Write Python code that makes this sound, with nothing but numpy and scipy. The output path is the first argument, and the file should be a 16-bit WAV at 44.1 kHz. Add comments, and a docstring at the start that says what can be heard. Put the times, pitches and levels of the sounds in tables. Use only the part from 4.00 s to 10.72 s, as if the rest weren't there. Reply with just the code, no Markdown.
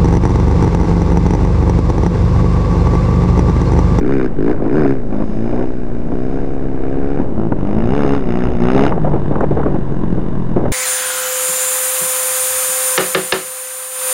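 """Sharp blips of throttle bark from a single-cylinder four-stroke dirt bike circling on a frozen lake.
It runs far off, accelerates towards the listener in several pulls, then coasts past, throttle shut.
Each firing releases a pressure pulse and a turbulent jet: the periodic pulses make the beat, the jets
the rasp. Wind turbulence rumbles, flaps and thuds on a small camera's microphone, over a low hum."""
import sys
import numpy as np
from scipy import signal
from scipy.fft import rfft, irfft, next_fast_len
from scipy.io import wavfile
from scipy.ndimage import map_coordinates

SR = 44100
rng = np.random.default_rng(int(sys.argv[2]) if len(sys.argv) > 2 else 0)


def generate_wav(signal):
    """Clip the signal to [-1, 1] and save it as 16-bit WAV at the path in sys.argv[1]."""
    frames = np.transpose(np.atleast_2d(signal))
    scaled = np.clip(frames, -1, 1) * 32767
    pcm = np.round(scaled).astype(np.int16)
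    wavfile.write(sys.argv[1], SR, pcm)


N = 296352
TIME_S = np.arange(N) / SR


def amp(db):
    """Amplitude ratio of a level in decibels."""
    return 10 ** (np.asarray(db) / 20)


def unit(x):
    """Normalisation to an rms of 1."""
    return x / np.sqrt(np.mean(x ** 2) + 1e-20)


def curves(rows):
    """Linear interpolation in time: one curve for each column after the first."""
    times, *columns = np.transpose(rows)
    return [np.interp(TIME_S, times, column) for column in columns]


def wobble(rate_hz):
    """Random modulation: a spline through rate_hz Gaussian values a second."""
    knots = rng.standard_normal(int(N * rate_hz / SR) + 4)
    return map_coordinates(knots, [TIME_S * rate_hz])


def after(time_s, fade_s):
    """A smooth step from 0 to 1 around time_s."""
    return .5 + .5 * np.tanh((TIME_S - time_s) / fade_s)


def coloured(x, spectrum, size=8192):
    """Minimum-phase filtering by a spectrum of (frequency_hz, gain_db) points."""
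    hz, db = np.transpose(spectrum)
    gain_db = np.interp(np.log(np.fft.rfftfreq(size, 1 / SR) + 1), np.log(hz + 1), db)
    cepstrum = irfft(np.log(np.maximum(amp(gain_db), 1e-6)))
    cepstrum[1:size // 2] *= 2  # folding the cepstrum makes the filter causal
    cepstrum[size // 2 + 1:] = 0
    response = irfft(np.exp(rfft(cepstrum)))[:size // 2]
    return signal.fftconvolve(x, response)[:N]


def noise(spectrum):
    """Spectrally shaped Gaussian noise of rms 1."""
    return unit(coloured(rng.standard_normal(N), spectrum))


# Hollow response of the microphone port: frequency_hz, gain_db
PORT_RESPONSE = [(2050, 4.5), (2400, -0.5), (2600, -0.5), (2830, 8), (3200, -9), (3620, 3), (4100, -5.5),
                 (4600, -6), (5100, 6), (5700, -9), (6450, 10), (7200, -10.5), (9000, 4)]
def through_port(x):
    """Cavity resonance: the port imposes peaks and notches on the treble; the result has rms 1."""
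    return unit(coloured(x, PORT_RESPONSE))


# The camera's hum: frequency_hz, level_db
HUM_TONES = [(26.9, -26)]
def camera_noise():
    """Self-noise: a low sinusoidal hum under a faint broadband hiss."""
    hum = sum(amp(db) * np.sqrt(2) * np.sin(2 * np.pi * hz * TIME_S) for hz, db in HUM_TONES)
    hiss = noise([(100, -3), (2000, 0), (4000, -8.5), (6500, -12), (8000, -15), (10500, -19.5)])
    return hum + amp(-58.5) * hiss


# Strength of the wind rumble: time_s, level_db
RUMBLE_LEVELS = [(.3, -22.5), (1.8, -24.5), (3.2, -21), (4.5, -18.5), (5.2, -20.5), (6.45, -23)]
# Spectrum of the rumble: frequency_hz, gain_db
RUMBLE_SPECTRUM = [(15, -4), (35, -8), (70, -9), (140, -9), (250, -10), (500, -17.5), (1000, -31),
                   (3000, -55.5), (8000, -80)]
def wind_rumble():
    """Turbulent pressure fluctuation at the microphone: low noise of uneven strength."""
    level_db, = curves(RUMBLE_LEVELS)
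    lumps = amp(1.3 * wobble(20))
    return amp(level_db) * unit(lumps * noise(RUMBLE_SPECTRUM))


# Gusts at the port: start_s, length_s, level_db
GUST_EVENTS = [(.46, 0.092, -21.5), (0.575, 0.29, -24), (1.121, .12, -25), (1.455, .19, -25.5),
               (3.657, .14, -29.5), (4.723, 0.27, -20.5), (5.043, .16, -19), (5.314, .145, -17),
               (5.566, .2, -20), (6.561, 0.1346, -21)]
# Spectrum of a gust: frequency_hz, gain_db
GUST_SPECTRUM = [(50, -29), (130, -17.5), (250, -1), (400, 0), (700, -5), (1100, -16.5), (2000, -31.5),
                 (3000, -47), (5000, -63), (10000, -76.5)]
def wind_gusts(rise_s=.004, fall_s=.007):
    """Amplitude modulation: the noise of each gust rises, flaps rapidly and drops."""
    flutter = amp(3.3 * wobble(170) + 2.7 * wobble(30))
    flaps = unit(coloured(flutter * rng.standard_normal(N), GUST_SPECTRUM))
    envelope = sum(amp(db) * after(start_s, rise_s) * (1 - after(start_s + length_s, fall_s))
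                   for start_s, length_s, db in GUST_EVENTS)
    return envelope * flaps


# Single eddies striking the microphone: start_s, peak_db, decay_s
EDDY_EVENTS = [(1.528, -14, 0.012), (1.596, -10, 0.0045), (2.119, -9.5, 0.0083), (3.197, -7.5, 0.014),
               (3.518, -3.5, 0.0092), (3.78, -5, .007), (4.048, -4, 0.0053), (4.754, -5.5, 0.0096),
               (4.977, -5.5, 0.0085), (5.139, -8.5, 0.017), (5.308, -5, 0.011), (5.409, -6.5, .008),
               (5.508, -3.5, 0.014), (5.657, -6.5, 0.012), (6.176, -6, .014), (6.561, -2, 0.018)]
def wind_eddies(rise_s=.00023, low_hz=130, high_hz=393):
    """Band-limited pressure transients: each eddy is a short, dull thud of turbulence."""
    out, t = np.zeros(N + SR), np.arange(SR // 5) / SR
    lowpass = signal.butter(3, high_hz, fs=SR, output="sos")
    highpass = signal.butter(2, low_hz, "high", fs=SR, output="sos")
    for start_s, peak_db, decay_s in EDDY_EVENTS:
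        burst = rng.standard_normal(len(t)) * (1 - np.exp(-t / rise_s)) * np.exp(-t / decay_s)
        thud = signal.sosfilt(highpass, signal.sosfilt(lowpass, burst))
        out[round(start_s * SR):][:len(t)] += amp(peak_db) * thud / np.abs(thud).max()
    return out[:N]


# Snaps of wind at the port: start_s, peak_db, tick_db
SNAP_EVENTS = [(3.5217, -13.5, -60), (4.922, -9, -61.5), (5.355, -11.5, -56), (5.4077, -7.5, -34.5),
               (5.6318, -14.5, -57), (5.6607, -17.5, -59.5)]
# Spectrum of a snap: frequency_hz, gain_db
SNAP_SPECTRUM = [(300, -12.5), (900, 14), (1400, 7.5), (2500, -18.5), (4000, -36), (10000, -48)]
def wind_snaps(decay_s=.0038, tick_decay_s=.0006):
    """Impulsive noise with exponential decay: a midrange crack led by a broadband tick."""
    out, t = np.zeros(N + SR), np.arange(SR // 20) / SR
    for start_s, peak_db, tick_db in SNAP_EVENTS:
        snap = coloured(rng.standard_normal(len(t)) * np.exp(-t / decay_s), SNAP_SPECTRUM)
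        tick = rng.standard_normal(len(t)) * np.exp(-t / tick_decay_s)
        start = round(start_s * SR)
        out[start:][:len(snap)] += amp(peak_db) * snap / np.abs(snap).max()
        out[start:][:len(t)] += amp(tick_db) * tick
    return out[:N]


# Strength of the hiss as the bike turns away: time_s, level_db
SCRAPE_LEVELS = [(1.0, -70.5), (1.25, -55), (1.55, -53), (1.9, -64), (2.3, -55.5), (2.9, -68), (3.3, -90.5)]
# Spectrum of that hiss: frequency_hz, gain_db
SCRAPE_SPECTRUM = [(800, -20), (2000, -0.5), (3300, -2), (5200, -1.5), (6500, -10), (9000, -17),
                   (11000, -24.5)]
def tyre_scrape():
    """Friction noise: a continuous hiss, as of tyres scraping ice."""
    level_db, = curves(SCRAPE_LEVELS)
    return amp(level_db + 1.3 * wobble(15)) * through_port(noise(SCRAPE_SPECTRUM))


# Flares of engine speed: centre_s, extra_firing_hz
WHEELSPINS = [(0.114, 10.3), (0.774, 19), (3.974, 9.7)]
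def wheelspin(half_width_s=.072):
    """Loss of traction: the rear wheel slips on the ice and the firing rate briefly rises."""
    return sum(hz * np.exp(-((TIME_S - centre_s) / half_width_s) ** 2) for centre_s, hz in WHEELSPINS)


# Twists of the throttle, with levels at CRUISE_HZ and their drop on easing off:
# open_s, shut_s, open_firing_hz, shut_firing_hz, beat_db, rasp_db, drop_db
THROTTLE_PULLS = [(0, 0.268, 54.2, 64, -15.5, -32.5, 12.8), (0.373, .525, 47.59, 63.34, -13.5, -31, 11),
                  (0.601, 0.926, 48, 67.77, -15, -35, 7.7), (1.102, 1.237, 51.32, 53.25, -17.5, -33.5, 7),
                  (1.371, 1.647, 54.64, 63.6, -19, -37, 6.5),
                  (2.083, 2.381, 57.73, 68.13, -21.5, -42.5, 2.8),
                  (2.82, 3.218, 65.57, 71.1, -21.5, -42.5, 5), (3.367, 3.478, 52.97, 57.3, -16, -40, 14),
                  (3.568, 4.16, 45.47, 70.73, -16.5, -32, 6.2),
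                  (4.278, 4.468, 58.99, 62.2, -17.5, -30.5, 4.2),
                  (4.6, 4.882, 58.19, 72.01, -13.5, -26.5, 7)]
# Rolling with the throttle shut: time_s, firing_hz
ROLLING_RATES = [(4.97, 51.97), (5.1, 49.14), (5.68, 46.88), (5.9, 43.98), (6.35, 44.15), (6.72, 40.46)]
CRUISE_HZ, COAST_START_S = 60, 4.91
def firing_rate():
    """The fundamental frequency while the tyre grips: it climbs in each pull and sags afterwards."""
    ramps = []
    for open_s, shut_s, open_hz, shut_hz, *_ in THROTTLE_PULLS:
        ramps += [(open_s, open_hz), (shut_s, shut_hz)]
    return curves(ramps + list(ROLLING_RATES))[0]


def exhaust_levels(rate_hz, opening_s=.028, closing_s=.022, swell_db=.5):
    """Source strength follows throttle and speed: beat and rasp in dB, the rasp growing faster."""
    corners, eased = [], None
    for open_s, shut_s, _, _, beat_db, rasp_db, drop_db in THROTTLE_PULLS:
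        full = np.array([beat_db, rasp_db])
        if eased is not None:
            corners.append((open_s - opening_s / 2, *eased))
        eased = full - drop_db
        corners += [(open_s + opening_s / 2, *(full - swell_db / 2)),
                    (shut_s - closing_s / 2, *(full + swell_db / 2)),
                    (shut_s + closing_s, *eased)]
    beat_db, rasp_db = curves(corners)
    excess_hz = rate_hz - CRUISE_HZ
    return beat_db + .1724 * excess_hz, rasp_db + .5845 * excess_hz  # slopes in dB per Hz


def firings(cycles, scatter_db, jitter_s):
    """A quasi-periodic impulse train: one pulse per engine cycle, scattered in size and time."""
    on_time = np.interp(np.arange(1, int(cycles[-1])), cycles, np.arange(N))
    timing, strength = rng.standard_normal((len(on_time), 2)).T
    samples = np.clip(on_time + jitter_s * SR * timing, 0, N - 1).astype(int)
    return np.bincount(samples, amp(scatter_db * strength), N)


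def bursts(pulses, decay_s, floor):
    """Pulse-modulated noise: it flares at each pulse and decays exponentially towards a floor."""
    envelope = unit(signal.lfilter([1], [1, -np.exp(-1 / (decay_s * SR))], pulses))
    return (envelope + floor) * rng.standard_normal(N)


# Soft puff of the coasting engine: frequency_hz, gain_db
PUFF_SPECTRUM = [(40, -41.5), (90, -15), (135, -1.5), (175, -2), (260, -11), (350, -8.5), (550, -35),
                 (1000, -33), (2000, -57.5), (4000, -75.5)]
# Clatter of chain and valves: frequency_hz, gain_db
CLATTER_SPECTRUM = [(200, -26.5), (600, -7.5), (1000, 2.5), (1300, -12.5), (1600, -6.5), (2000, -16.5),
                    (2500, -23), (3300, -17.5), (4600, -27), (6500, -35.5), (8000, -41), (10300, -47.5)]
def coasting_engine(cycles):
    """Engine overrun: weak uneven puffs, a booming third harmonic and clatter in step with the shaft."""
    pulses = firings(cycles, scatter_db=3, jitter_s=.0004)
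    puffs = amp(-19) * unit(coloured(pulses, PUFF_SPECTRUM))
    boom = amp(-18.5 + .61 * wobble(8.1)) * np.sin(2 * np.pi * 3 * cycles)
    rattle = bursts(pulses, decay_s=.0016, floor=1.4)
    clatter = amp(-37.5) * through_port(coloured(rattle, CLATTER_SPECTRUM))
    return (puffs + boom + clatter) * after(COAST_START_S, fade_s=.086)


# Exhaust pipe resonances heard from behind: pitch_hz, bandwidth_hz, gain_db
PIPE_MODES = [(143.8, 41.5, -3), (231, 31.8, -0.5), (277, 48, 2), (401.5, 73, -1.5), (745, 100, -24),
              (1630, 260, -23)]
def exhaust_pipe(pulses, muffler_hz=2070, radiation_hz=90):
    """Modal resonance: pulses ring the pipe; the muffler absorbs treble, deep bass radiates poorly."""
    size = next_fast_len(N + SR // 2)
    f = np.fft.rfftfreq(size, 1 / SR)
    modes = sum((-1) ** k * amp(db) * 1j * f * width / (hz * hz - f * f + 1j * f * width)
                for k, (hz, width, db) in enumerate(PIPE_MODES))
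    muffler = 1 / (1 + 1j * f / muffler_hz) ** 2
    open_end = 1j * f / (1j * f + radiation_hz)
    return unit(irfft(rfft(pulses, size) * modes * muffler * open_end, size)[:N])


def pressure_wave(cycles, harmonics, fall_db_per_octave):
    """Fourier series of a cycle with a sharp drop at blow-down; orders past the table roll off."""
    levels = [db for _, db in harmonics]
    last = len(levels)
    levels += [levels[-1] - fall_db_per_octave * np.log2(k / last) for k in range(last + 1, 30)]
    phase = np.linspace(0, 1, SR // 20)
    period = sum(-amp(db) * np.sin(2 * np.pi * k * phase) for k, db in enumerate(levels, 1))
    return unit(np.interp(cycles % 1, phase, period))


def exhaust(beat, pulses, levels, rasp_spectrum, steady_flow, crack=.75):
    """Jet noise: over the low beat, each blow-down cracks and releases a short burst of gas."""
    beat_db, rasp_db = levels
    gas = unit(bursts(pulses, decay_s=.0026, floor=steady_flow)) + crack * unit(pulses)
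    rasp = through_port(coloured(gas, rasp_spectrum))
    return amp(beat_db) * beat + amp(rasp_db) * rasp


# Gas rasp from behind, from the side and from the front: frequency_hz, gain_db
REAR_RASP = [(200, -22), (600, -5.5), (900, -5), (1250, -4.5), (1600, 1), (2000, -9.5), (2400, -4),
             (2750, -20), (3300, -21.5), (4600, -20.5), (6500, -34.5), (8000, -33), (10300, -48)]
SIDE_RASP = [(200, -18), (600, 1.5), (800, 3.5), (1050, -3.5), (1600, 1.5), (2000, -10.5), (2400, -3),
             (2800, -18), (3300, -17), (4200, -19.5), (5100, -23.5), (6500, -32), (8000, -33), (10300, -44)]
FRONT_RASP = [(200, -22), (600, -0.5), (780, 2.5), (1050, -6), (1300, -1.5), (2000, -10), (2500, -10),
              (2800, -14), (3400, -16.5), (4300, -23), (5100, -22.5), (6500, -31.5), (8000, -34.5),
              (10300, -43.5)]
# Exhaust and intake together, from the side and from the front: harmonic_number, relative_db
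SIDE_HARMONICS = [(1, -15.5), (2, -3.5), (3, -12.5), (4, 2), (5, -1.5), (6, -1.5), (7, -5.5), (8, -14.5),
                  (9, -17.5), (10, -12.5), (11, -13), (12, -20), (13, -25.5)]
FRONT_HARMONICS = [(1, -13), (2, -1.5), (3, 0.5), (4, 3.5), (5, -11), (6, 1.5), (7, -6.5), (8, -12.5),
                   (9, -19.5), (10, -11.5), (11, -15), (12, -11), (13, -15)]
def pulling_engine(cycles, levels):
    """Directivity: the timbre shifts as the bike shows its tail, its side far off, then its front."""
    pulses = firings(cycles, scatter_db=0, jitter_s=.00003)
    uneven = amp(.29 * wobble(45))  # no two burns are quite alike
    side_beat = uneven * pressure_wave(cycles, SIDE_HARMONICS, fall_db_per_octave=9.5)
    front_beat = uneven * pressure_wave(cycles, FRONT_HARMONICS, fall_db_per_octave=12)
    rear = exhaust(exhaust_pipe(pulses), pulses, levels, REAR_RASP, steady_flow=.41)
    side = exhaust(side_beat, pulses, levels, SIDE_RASP, steady_flow=1)
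    front = exhaust(front_beat, pulses, levels, FRONT_RASP, steady_flow=.4)
    turned, nearing = after(1.05, fade_s=.079), after(3.3, fade_s=.089)
    powered = 1 - after(COAST_START_S, fade_s=.06)
    return ((1 - turned) * rear + (turned - nearing) * side + nearing * front) * powered


def scene():
    """Superposition of bike, wind and camera noise in one channel."""
    gripping_hz, flare_hz = firing_rate(), wheelspin()
    cycles = .35 + np.cumsum(gripping_hz + flare_hz) / SR  # the first cycle is already under way
    levels = exhaust_levels(gripping_hz + .49 * flare_hz)  # a spinning wheel loads the engine less
    bike = pulling_engine(cycles, levels) + coasting_engine(cycles) + tyre_scrape()
    wind = wind_rumble() + wind_gusts() + wind_eddies() + wind_snaps()
    return (bike + wind + camera_noise())[None]


def record(dry, offset=-.22, ceiling=.96, top_hz=11200):
    """Soft saturation and band limiting: the camera rounds peaks, and its converter sits off centre."""
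    size = next_fast_len(N + SR // 2)
    biased = dry + offset
    rounded = biased / (1 + (biased / ceiling) ** 10) ** (1 / 10)
    passband = np.fft.rfftfreq(size, 1 / SR) < top_hz
    return offset + irfft(rfft(rounded - offset, size) * passband, size)[:, :N]


dry = scene()
out = record(dry)
generate_wav(out)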